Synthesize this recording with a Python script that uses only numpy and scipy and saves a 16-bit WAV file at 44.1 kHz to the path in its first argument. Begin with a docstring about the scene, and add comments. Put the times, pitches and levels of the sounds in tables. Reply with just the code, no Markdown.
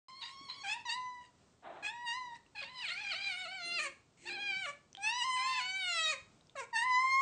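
"""A small bedroom: several cats on a bed meow in turn, at times two at once, close to the microphone.
Each meow is a stack of 18 partials on a gliding pitch, clean when settled and hoarse at breaks and some ends,
with noise for the leaking air. A huff is unvoiced noise; lips smack and paws thud as damped rings;
a paw scuffs the cover as grainy noise, a low groan is noise in resonances, and the room hums faintly."""
import sys
import numpy as np
from scipy import signal
from scipy.fft import rfft, irfft
from scipy.io import wavfile

SR = 44100
rng = np.random.default_rng(int(sys.argv[2]) if len(sys.argv) > 2 else 0)


def generate_wav(signal):
    """Clip the signal to [-1, 1] and save it as 16-bit WAV at the path in sys.argv[1]."""
    frames = np.transpose(np.atleast_2d(signal))
    scaled = np.clip(frames, -1, 1) * 32767
    pcm = np.round(scaled).astype(np.int16)
    wavfile.write(sys.argv[1], SR, pcm)


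N = 318190


def from_db(db):
    """Amplitude of a level in dB."""
    return 10 ** (np.asarray(db) / 20)


def rms_one(x):
    """Scale a signal to rms 1."""
    return x / np.sqrt(np.mean(x ** 2) + 1e-20)


def at_hz(points, hz):
    """Read a spectrum in dB, in straight lines over log frequency."""
    corner_hz, corner_db = np.array(points).T
    return np.interp(np.log(hz), np.log(corner_hz), corner_db)


def span(rows):
    """First sample, sample times, short end fades and the interpolated columns of one table."""
    s, *columns = np.transpose(rows)
    first = max(round(s[0] * SR), 0)
    t = np.arange(first, min(round(s[-1] * SR), N)) / SR
    fade = np.clip(np.minimum(t - s[0], s[-1] - t) / 0.004, 0, 1)
    return first, t, fade, [np.interp(t, s, c) for c in columns]


def wobble(size, hz):
    """Slow random motion: noise twice through a one-pole low-pass, rms 1."""
    r = np.exp(-2 * np.pi * hz / SR)
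    settle = 3000   # samples dropped while the filter settles
    noise = rng.standard_normal(size + settle)
    return rms_one(signal.lfilter([1], [1, -2 * r, r * r], noise)[settle:])


def coloured(size, spectrum):
    """Noise of the given spectrum, rms 1."""
    hz = np.maximum(np.fft.rfftfreq(size, 1 / SR), 1)
    shaped = rfft(rng.standard_normal(size)) * from_db(at_hz(spectrum, hz))
    return rms_one(irfft(shaped, size))


def resonate(x, hz, width):
    """A two-pole resonance of the given centre and width in Hz."""
    r = np.exp(-np.pi * width / SR)
    poles = [1, -2 * r * np.cos(2 * np.pi * hz / SR), r * r]
    return signal.lfilter([(1 - r * r) / 2, 0, (r * r - 1) / 2], poles, x + 1e-18)


# Instants at which the voice breaks, in seconds.
VOICE_CRACKS = [2.895, 3.135, 3.465]
CRACK_S, CRACK_DROP, CRACK_ROUGH = .011, .12, .2   # half length (s), share of pitch lost, hoarseness added
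CROAK_HZ, CROAK_SPAN_HZ, CROAK_ROUGH = 640, 40, .3   # a voice that sinks below this pitch croaks
HOARSE_END_S = .05   # the end of a meow frays for this long


def hoarseness(t, begin_s, stop_s, pitch, open_db, hoarse, strain, crack):
    """Unevenness of the vocal folds: settled, plus onset, cracks, frayed end, strain and croak."""
    settled, start, settle_s, end = hoarse
    rough = settled + start * np.exp(-((t - begin_s) / settle_s) ** 4.0)
    rough = rough + CRACK_ROUGH * crack
    rough = rough + end * np.clip(1 - (stop_s - t) / HOARSE_END_S, 0, 1)
    rough = rough + strain * np.maximum(open_db + 15, 0)   # a mouth opened beyond -15 dB strains
    return rough + CROAK_ROUGH * np.clip((CROAK_HZ - pitch) / CROAK_SPAN_HZ, 0, 1)


SECOND_FOLLOWS, THIRD_FOLLOWS = 0.53, 1.018   # share of the mouth opening felt by the 2nd and 3rd partial
CLOSED_TILT = 0.34   # above the 4th partial: dB per octave lost for each dB that the mouth closes
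SHUT_DB = -20   # mouth opening that counts as shut
SHRILL_HZ, SHRILL_WIDTH_HZ = 4420, 500


def partial_gains(orders, pitch, db, open_db, facing_db, manner, throat, mouth):
    """Throat and mouth weight the partials; those from the 4th up share the level set by the opening."""
    second_db, third_db, odd_db, shrill_db = manner
    second = db + second_db + SECOND_FOLLOWS * open_db
    third = db + third_db + THIRD_FOLLOWS * open_db + at_hz(mouth, orders[2] * pitch)
    high_hz = orders[3:] * pitch
    beam = np.clip(2 * np.log2(high_hz / 4800), 0, 1)   # only short waves are beamed forward
    high_db = at_hz(throat, high_hz) + facing_db * beam
    high_db = high_db + shrill_db * np.exp(-((high_hz - SHRILL_HZ) / SHRILL_WIDTH_HZ) ** 2)
    high_db = high_db + CLOSED_TILT * np.minimum(open_db, 0) * np.log2(orders[3:] / orders[3])
    high = from_db(high_db)
    high = from_db(db + open_db) * high / np.sqrt(np.sum(high ** 2, axis=0))
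    sway = np.array([wobble(len(pitch), 7.2) for k in orders])   # the mouth never holds still
    gains = np.vstack([from_db([db, second, third]), high])
    gains = gains * from_db(1.8 * sway * np.sqrt(orders) * (orders > 3))
    gains[2::2] *= from_db(odd_db * np.clip(open_db / SHUT_DB, 0, 1))   # odd overtones, mouth shut
    return gains


# Air past the teeth. Each row: frequency in Hz, relative level in dB per Hz.
TEETH_SPECTRUM = [(3000, -31.5), (6000, -0.5), (8000, 4.5), (9500, -13.5)]
ATTACK_S = .007
RELEASE_S, RELEASE_DB = 0.054, -33.5
TURN_LATE = 2.86   # the head turns mostly towards the end of a meow: power of the elapsed share


def meow(rows, manner, hoarse, strain, throat, mouth):
    """Vocal folds: uneven cycles smear the partials, the higher the more; leaking air hisses."""
    orders = np.arange(1, 19)[:, None]
    begin_s, stop_s = rows[0][0], rows[-1][0]
    released = rows + [(stop_s + RELEASE_S, *rows[-1][1:])]
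    first, t, fade, (pitch, db, open_db) = span(released)
    size = len(t)
    db = db + RELEASE_DB * np.clip((t - stop_s) / RELEASE_S, 0, 1)
    fade = fade * np.clip((t - begin_s) / ATTACK_S, 0, 1)

    crack = np.sum(np.exp(-((t - np.array(VOICE_CRACKS)[:, None]) / CRACK_S) ** 2), axis=0)
    rough = hoarseness(t, begin_s, stop_s, pitch, open_db, hoarse, strain, crack)
    pitch = pitch * (1 - CRACK_DROP * crack)
    pitch = pitch * (1 + rough * 0.043 * wobble(size, 43.1))   # a hoarse voice wavers
    cycles = np.cumsum(pitch) / SR + rough * .033 * wobble(size, 150)

    elapsed = np.clip((t - begin_s) / (stop_s - begin_s), 0, 1)
    facing_db = np.interp(elapsed ** TURN_LATE, [0, 1], manner[4:])
    gains = partial_gains(orders, pitch, db, open_db, facing_db, manner[:4], throat, mouth)
    broken = np.array([wobble(size, 70) for k in orders])   # hoarse partials break up one by one
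    gains = gains * from_db(rough * 7.5 * broken * (orders > 1))
    phases = 2 * np.pi * orders * cycles + 0.45 * orders ** 2
    tone = np.sum(gains * np.cos(phases), axis=0) * np.sqrt(2)
    shimmer = from_db(rough * 2.16 * wobble(size, 120))

    puffs = 1 + np.cos(2 * np.pi * cycles)   # air escapes once a cycle
    effort = np.sqrt(np.sum(gains[2:] ** 2, axis=0))
    hiss = coloured(size, throat) + from_db(facing_db - 3.5) * coloured(size, TEETH_SPECTRUM)
    air = rough * .32 * effort * puffs * hiss
    return first, fade * (tone * shimmer + air)


def voice(meows, manners, hoarse_rows, strain, throat, mouth):
    """Lay the meows of one throat along the timeline; overlaps add."""
    out = np.zeros(N)
    for rows, manner, hoarse in zip(meows, manners, hoarse_rows):
        first, sound = meow(rows, manner, hoarse, strain, throat, mouth)
        out[first:first + len(sound)] += sound
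    return out


# First voice, one table per meow. Each row: time in seconds, pitch in Hz, fundamental in dB,
# mouth opening as the overtones from the 4th partial up over the fundamental in dB.
FIRST_MEOWS = [
    [(.078, 1010, -55, -8), (.207, 1084, -62.5, 0), (.27, 1063, -59.5, -4.5), (.398, 1092, -56, -4),
     (.47, 1105, -59, -0.5), (.524, 1113, -67.5, 6), (.62, 1110, -56, 3.5)],
    [(.632, 851, -50.5, -4.5), (.66, 785, -49.5, 4), (.73, 880, -49.5, 6.5), (.775, 978, -46.5, -22),
     (.81, 894, -62, 0)],
    [(.85, 1000, -44, -11.5), (.901, 906, -46, 1), (.928, 940, -48, 6.5), (.965, 1013, -42, -16),
     (1.19, 986, -48.5, -17.5), (1.21, 963, -61.5, -6), (1.25, 960, -69, 1)],
    [(1.823, 836, -55, -0.5), (1.855, 811, -56, 11), (1.886, 845, -49, 4.5), (1.93, 945, -52.5, -13),
     (2.05, 971, -42.5, -17.5), (2.075, 937, -46.5, 2.5), (2.115, 936, -49.5, 5.5), (2.14, 976, -45, -3),
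     (2.175, 1030, -43, -15), (2.338, 930, -52.5, -16), (2.365, 910, -70, 2.5)],
    [(4.972, 773, -53, -21), (5.015, 802, -54.5, -4.5), (5.045, 849, -47, 6), (5.09, 891, -43.5, 5),
     (5.133, 958, -42.5, -5.5), (5.181, 1004, -39.5, -6), (5.226, 950, -41.5, 3.5),
     (5.256, 1049, -38, -8.5), (5.355, 1010, -38, -3), (5.47, 1048, -38, -7), (5.62, 997, -41.5, -12.5)],
    [(6.726, 955, -40, -24), (6.765, 891, -38, -0.5), (6.8, 913, -42.5, 3), (6.835, 969, -37.5, -7),
     (6.86, 1027, -35.5, -18), (6.95, 995, -31, -13), (7.032, 1047, -33, -17), (7.145, 1065, -31.5, -12),
     (7.214, 1083, -30, -19)],
]
# One row per meow: 2nd partial over the fundamental (opening at 0 dB) in dB, lift of the 3rd partial in dB,
# lift of odd overtones with the mouth shut in dB, relative lift of the shrill resonance in dB,
# mouth turned to the microphone as heard in the treble, at the start in dB, at the end in dB.
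FIRST_MANNER = [(-5.5, 6, -1, 3.5, -6, -10), (-2.5, 2, 1, 0.1, 0, -6), (0.1, 0.8, -9.5, 5, -0.5, 0),
                (1.4, 0.8, -5, 1.5, -0.7, -0.5), (-2.5, 3.5, -0.5, -0.7, -2.5, 5),
                (5, -2.2, 0.1, -1.1, 1.5, 0)]
# Hoarseness, one row per meow: settled 0-1, added at the start 0-1, settles within seconds,
# added at the end 0-1.
FIRST_HOARSE = [(.17, .3, .04, 0), (.14, .15, .07, .2), (.04, .1, .1, .6), (.04, .2, .07, .8),
                (.02, 0, .1, 0), (.02, .1, .12, 0)]
# Throat and mouth. Each row: frequency in Hz, relative level in dB per Hz.
FIRST_THROAT = [(880, -52.5), (1500, -8.5), (1750, -8.5), (1980, 1.5), (2170, 1.5), (3210, -16.5),
                (6320, -25.5), (8530, -29.5), (9430, -12), (12300, -46), (20700, -120)]
# Mouth resonance swept by the 3rd partial. Each row: frequency in Hz, level over the higher partials in dB.
FIRST_MOUTH = [(2300, -1.9), (2650, 2.5), (2850, -1), (3150, -10)]


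def first_voice():
    """Meows mostly near 1000 Hz; opening the mouth strains the folds by .007 hoarseness per dB."""
    return voice(FIRST_MEOWS, FIRST_MANNER, FIRST_HOARSE, .007, FIRST_THROAT, FIRST_MOUTH)


# Second voice, one table per meow: two short hoarse answers near 1000 Hz under the first meow,
# then lower meows. Each row: time in seconds, pitch in Hz, fundamental in dB,
# mouth opening as the overtones from the 4th partial up over the fundamental in dB.
SECOND_MEOWS = [
    [(.207, 997, -67, 12), (.232, 923, -52.5, 1), (.27, 974, -67.5, 10.5), (.31, 997, -60.5, -2.5)],
    [(.482, 1037, -48.5, -6.5), (.506, 1050, -54.5, 2.5), (.57, 1036, -64, 5)],
    [(2.547, 861, -54, -6), (2.575, 823, -59.5, 8), (2.614, 815, -60, 5.5), (2.621, 572, -57, 5.5),
     (2.64, 566, -59.5, 5), (2.647, 885, -60, 4.5), (2.7, 997, -60, -6), (2.75, 1021, -58, 1),
     (2.805, 997, -53.5, 5), (2.865, 725, -67.5, 20.5), (2.9, 695, -64, 23.5), (2.96, 753, -64, 14.5),
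     (3.03, 879, -56, 4.5), (3.05, 811, -54, 5), (3.095, 822, -60, 12), (3.14, 703, -55, 9.5),
     (3.206, 799, -66, 14), (3.284, 782.4, -58.5, 12), (3.331, 707.6, -56.5, 13), (3.36, 743, -59, 12.5),
     (3.43, 742, -55, 7), (3.47, 717, -52.5, 3.5), (3.553, 777, -55, 1.5), (3.622, 684.3, -55.5, 10),
     (3.753, 697.3, -58, 16.5), (3.783, 671, -56.5, 15), (3.795, 594, -51.5, 11.5), (3.822, 631, -56.5, 14),
     (3.87, 549, -53.5, 9.5)],
    [(4.25, 798, -56, -10), (4.284, 926, -56, 3.5), (4.3, 768, -57, 5), (4.346, 846, -58, 3.5),
     (4.376, 774, -53.5, -1), (4.403, 828, -55.5, 4), (4.475, 804.4, -54.5, 7), (4.55, 758.6, -58.5, 10),
     (4.607, 786, -58, 8), (4.657, 708, -53, 10), (4.668, 568, -51.5, 4), (4.7, 566, -50, 1.5)],
    [(5.36, 884, -55, 0), (5.4, 772, -59, 0), (5.46, 866, -55, 4.5), (5.519, 911, -54.5, 8),
     (5.59, 861, -54, 10), (5.605, 733, -57.5, 12.5), (5.783, 772, -58.5, 14), (5.9, 702, -53, 14),
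     (6.0, 647, -55, 20.5), (6.106, 624.5, -51, 13), (6.125, 577, -49, 6.5), (6.14, 521.5, -51, 5)],
    [(6.552, 707, -40, -20), (6.564, 555, -50.5, -7.5), (6.6, 531, -55, 7.5), (6.618, 477, -50, -4),
     (6.635, 457, -56.5, -3)],
]
# One row per meow: 2nd partial over the fundamental (opening at 0 dB) in dB, lift of the 3rd partial in dB,
# lift of odd overtones with the mouth shut in dB, relative lift of the shrill resonance in dB,
# mouth turned to the microphone as heard in the treble, at the start in dB, at the end in dB.
SECOND_MANNER = [(-4.5, -2.5, 0, -4, -10.5, 5), (-11, -3, 0, 9, -24, -11), (-1.5, 0.3, 0, 3.5, -6, 8.5),
                 (2.5, 3, 0, -0.5, -2.5, 7), (0.5, 0, 0, 0, 2.2, 10.5), (5.1, 8.2, 0, -1, 7, 13)]
# Hoarseness, one row per meow: settled 0-1, added at the start 0-1, settles within seconds,
# added at the end 0-1.
SECOND_HOARSE = [(.6, 0, .05, 0), (.6, 0, .05, 0), (.04, .42, .95, 0), (.12, .4, .08, 0),
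                 (.06, .28, .25, 0), (0, .1, .02, .1)]
# Throat and mouth. Each row: frequency in Hz, relative level in dB per Hz.
SECOND_THROAT = [(880, -33), (1500, -34), (1900, -1), (2380, 1), (3580, -11.5), (4270, -7), (5590, -25.5),
                 (8470, -29.5), (9430, -11), (12300, -80), (20700, -120)]
# Mouth resonance swept by the 3rd partial. Each row: frequency in Hz, level over the higher partials in dB.
SECOND_MOUTH = [(1700, -7.5), (2050, -7), (2350, 5.5), (2750, 3), (3000, -4)]


def second_voice():
    """Two short hoarse answers near 1000 Hz under the first meow, then lower meows that crack and croak."""
    return voice(SECOND_MEOWS, SECOND_MANNER, SECOND_HOARSE, 0, SECOND_THROAT, SECOND_MOUTH)


# A cat huffs before it meows. Each row: time in seconds, level of the throat air in dB.
HUFF_LEVEL = [(4.17, -74), (4.245, -61.5), (4.3, -63)]


def huff():
    """Unvoiced air through throat and teeth."""
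    out = np.zeros(N)
    first, t, fade, (db,) = span(HUFF_LEVEL)
    air = coloured(len(t), SECOND_THROAT) + 0.89 * coloured(len(t), TEETH_SPECTRUM)
    out[first:first + len(t)] = fade * from_db(db) * air
    return out


def blips(events, turns):
    """Damped rings with grain, one per event; each decays by a factor e in this many cycles."""
    out = np.zeros(N)
    for s, db, hz in events:
        t = np.arange(round(4 * turns / hz * SR)) / SR
        ring = from_db(db) * np.sin(2 * np.pi * hz * t) * np.exp(-t * hz / turns)
        at = round(s * SR)
        out[at:at + len(t)] += ring * (1 + 0.3 * rng.standard_normal(len(t)))
    return out


# Lips part. Each row: start in seconds, level before the decay in dB, frequency in Hz.
LIP_SMACKS = [(2.4639, -56, 2750), (4.9297, -43, 6020), (4.9505, -37, 3200), (4.9708, -38, 3610),
              (6.4103, -56, 3830), (6.4704, -56, 5130), (6.4962, -49, 3570)]


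def lips():
    """Lips part with a short ring."""
    return blips(LIP_SMACKS, turns=5.8)


# Paws land. Each row: start in seconds, level before the decay in dB, frequency in Hz.
PAW_THUDS = [(0.411, -50.5, 304), (4.567, -51, 190), (6.221, -56.5, 103)]


def paws():
    """Paws land with a dull, heavily damped ring."""
    return blips(PAW_THUDS, turns=1.7)


# A paw drags over the cover. Each row: time in seconds, level in dB.
SCUFF_LEVEL = [(1.62, -66), (1.65, -50.5), (1.8, -53), (1.87, -62)]
# Colour of the cover under the paw. Each row: frequency in Hz, relative level in dB per Hz.
SCUFF_SPECTRUM = [(120, -56), (200, -24), (347, -9.5), (493, -16.5), (709, -1.5), (878, -8), (3000, -27),
                  (4000, -29.5), (5200, -68), (8800, -120)]


def scuff():
    """Friction on the cover: coloured noise whose level jitters into grains."""
    out = np.zeros(N)
    first, t, fade, (db,) = span(SCUFF_LEVEL)
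    grain_db = 1.3 * wobble(len(t), 60)
    out[first:first + len(t)] += fade * from_db(db + grain_db) * coloured(len(t), SCUFF_SPECTRUM)
    return out


# A low groan, perhaps the bed under load, one table per groan. Each row: time in seconds, level in dB.
GROAN_LEVELS = [
    [(3.62, -84), (3.66, -58.5), (3.92, -69)],
    [(4.2, -72.5), (4.32, -57), (4.45, -62.5), (4.58, -74)],
]
# Resonances of the groan. Each row: frequency in Hz, width in Hz, relative level in dB.
GROAN_RESONANCES = [(350.8, 6.4, 1.5), (217, 55, -12), (288, 140, -1)]


def groan():
    """Noise ringing in a few low resonances."""
    out = np.zeros(N)
    white = rng.standard_normal(N)
    modes = [from_db(db) * rms_one(resonate(white, hz, width)) for hz, width, db in GROAN_RESONANCES]
    ringing = rms_one(sum(modes))
    for rows in GROAN_LEVELS:
        first, t, fade, (db,) = span(rows)
        out[first:first + len(t)] += fade * from_db(db) * ringing[first:first + len(t)]
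    return out


ROOM_T60_S, ROOM_DB = 0.33, -13   # decay by 60 dB; echo energy against the direct sound


def bedroom(x):
    """Diffuse echoes that start after 8 ms and die away, duller than the direct sound."""
    t = np.arange(SR // 2) / SR
    echoes = rng.standard_normal(len(t)) * from_db(-60 * t / ROOM_T60_S) * (t > .008)
    echoes = signal.lfilter([.5], [1, -.55], echoes)
    echoes = echoes / np.sqrt(np.sum(echoes ** 2))
    return from_db(ROOM_DB) * signal.fftconvolve(x, echoes)[:N]


# Hum of the room. Each row: frequency in Hz, relative level in dB per Hz.
ROOM_SPECTRUM = [(12, -63.5), (20, -21.5), (91, -7), (149, -6), (569, -15.5), (615, -14.5), (978, -19.5),
                 (1440, -21), (1590, -25.5), (9430, -28), (12300, -62), (20700, -120)]


def room_tone():
    """Steady coloured noise around -69 dB that drifts by about 1 dB."""
    return from_db(-69 + 1.0 * wobble(N, 3)) * coloured(N, ROOM_SPECTRUM)


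def scene():
    """Cats and bed, their echoes in the bedroom, and the room tone."""
    cats = first_voice() + second_voice() + huff() + lips()
    bed = paws() + scuff() + groan()
    near = cats + bed
    return (near + bedroom(near) + room_tone())[None]


START_S, END_S = .084, 7.215
CUTOFF_HZ = 9800   # from here up everything is at least 60 dB down


def record(dry):
    """The sound starts after a short silence and stops just before the end; the top is cut."""
    t = np.arange(N) / SR
    on = (t >= START_S) * np.clip((END_S - t) / .002, 0, 1)
    low_pass = signal.cheby2(12, 60, CUTOFF_HZ, fs=SR, output="sos")
    return signal.sosfilt(low_pass, dry * on)


dry = scene()
out = record(dry)
generate_wav(out)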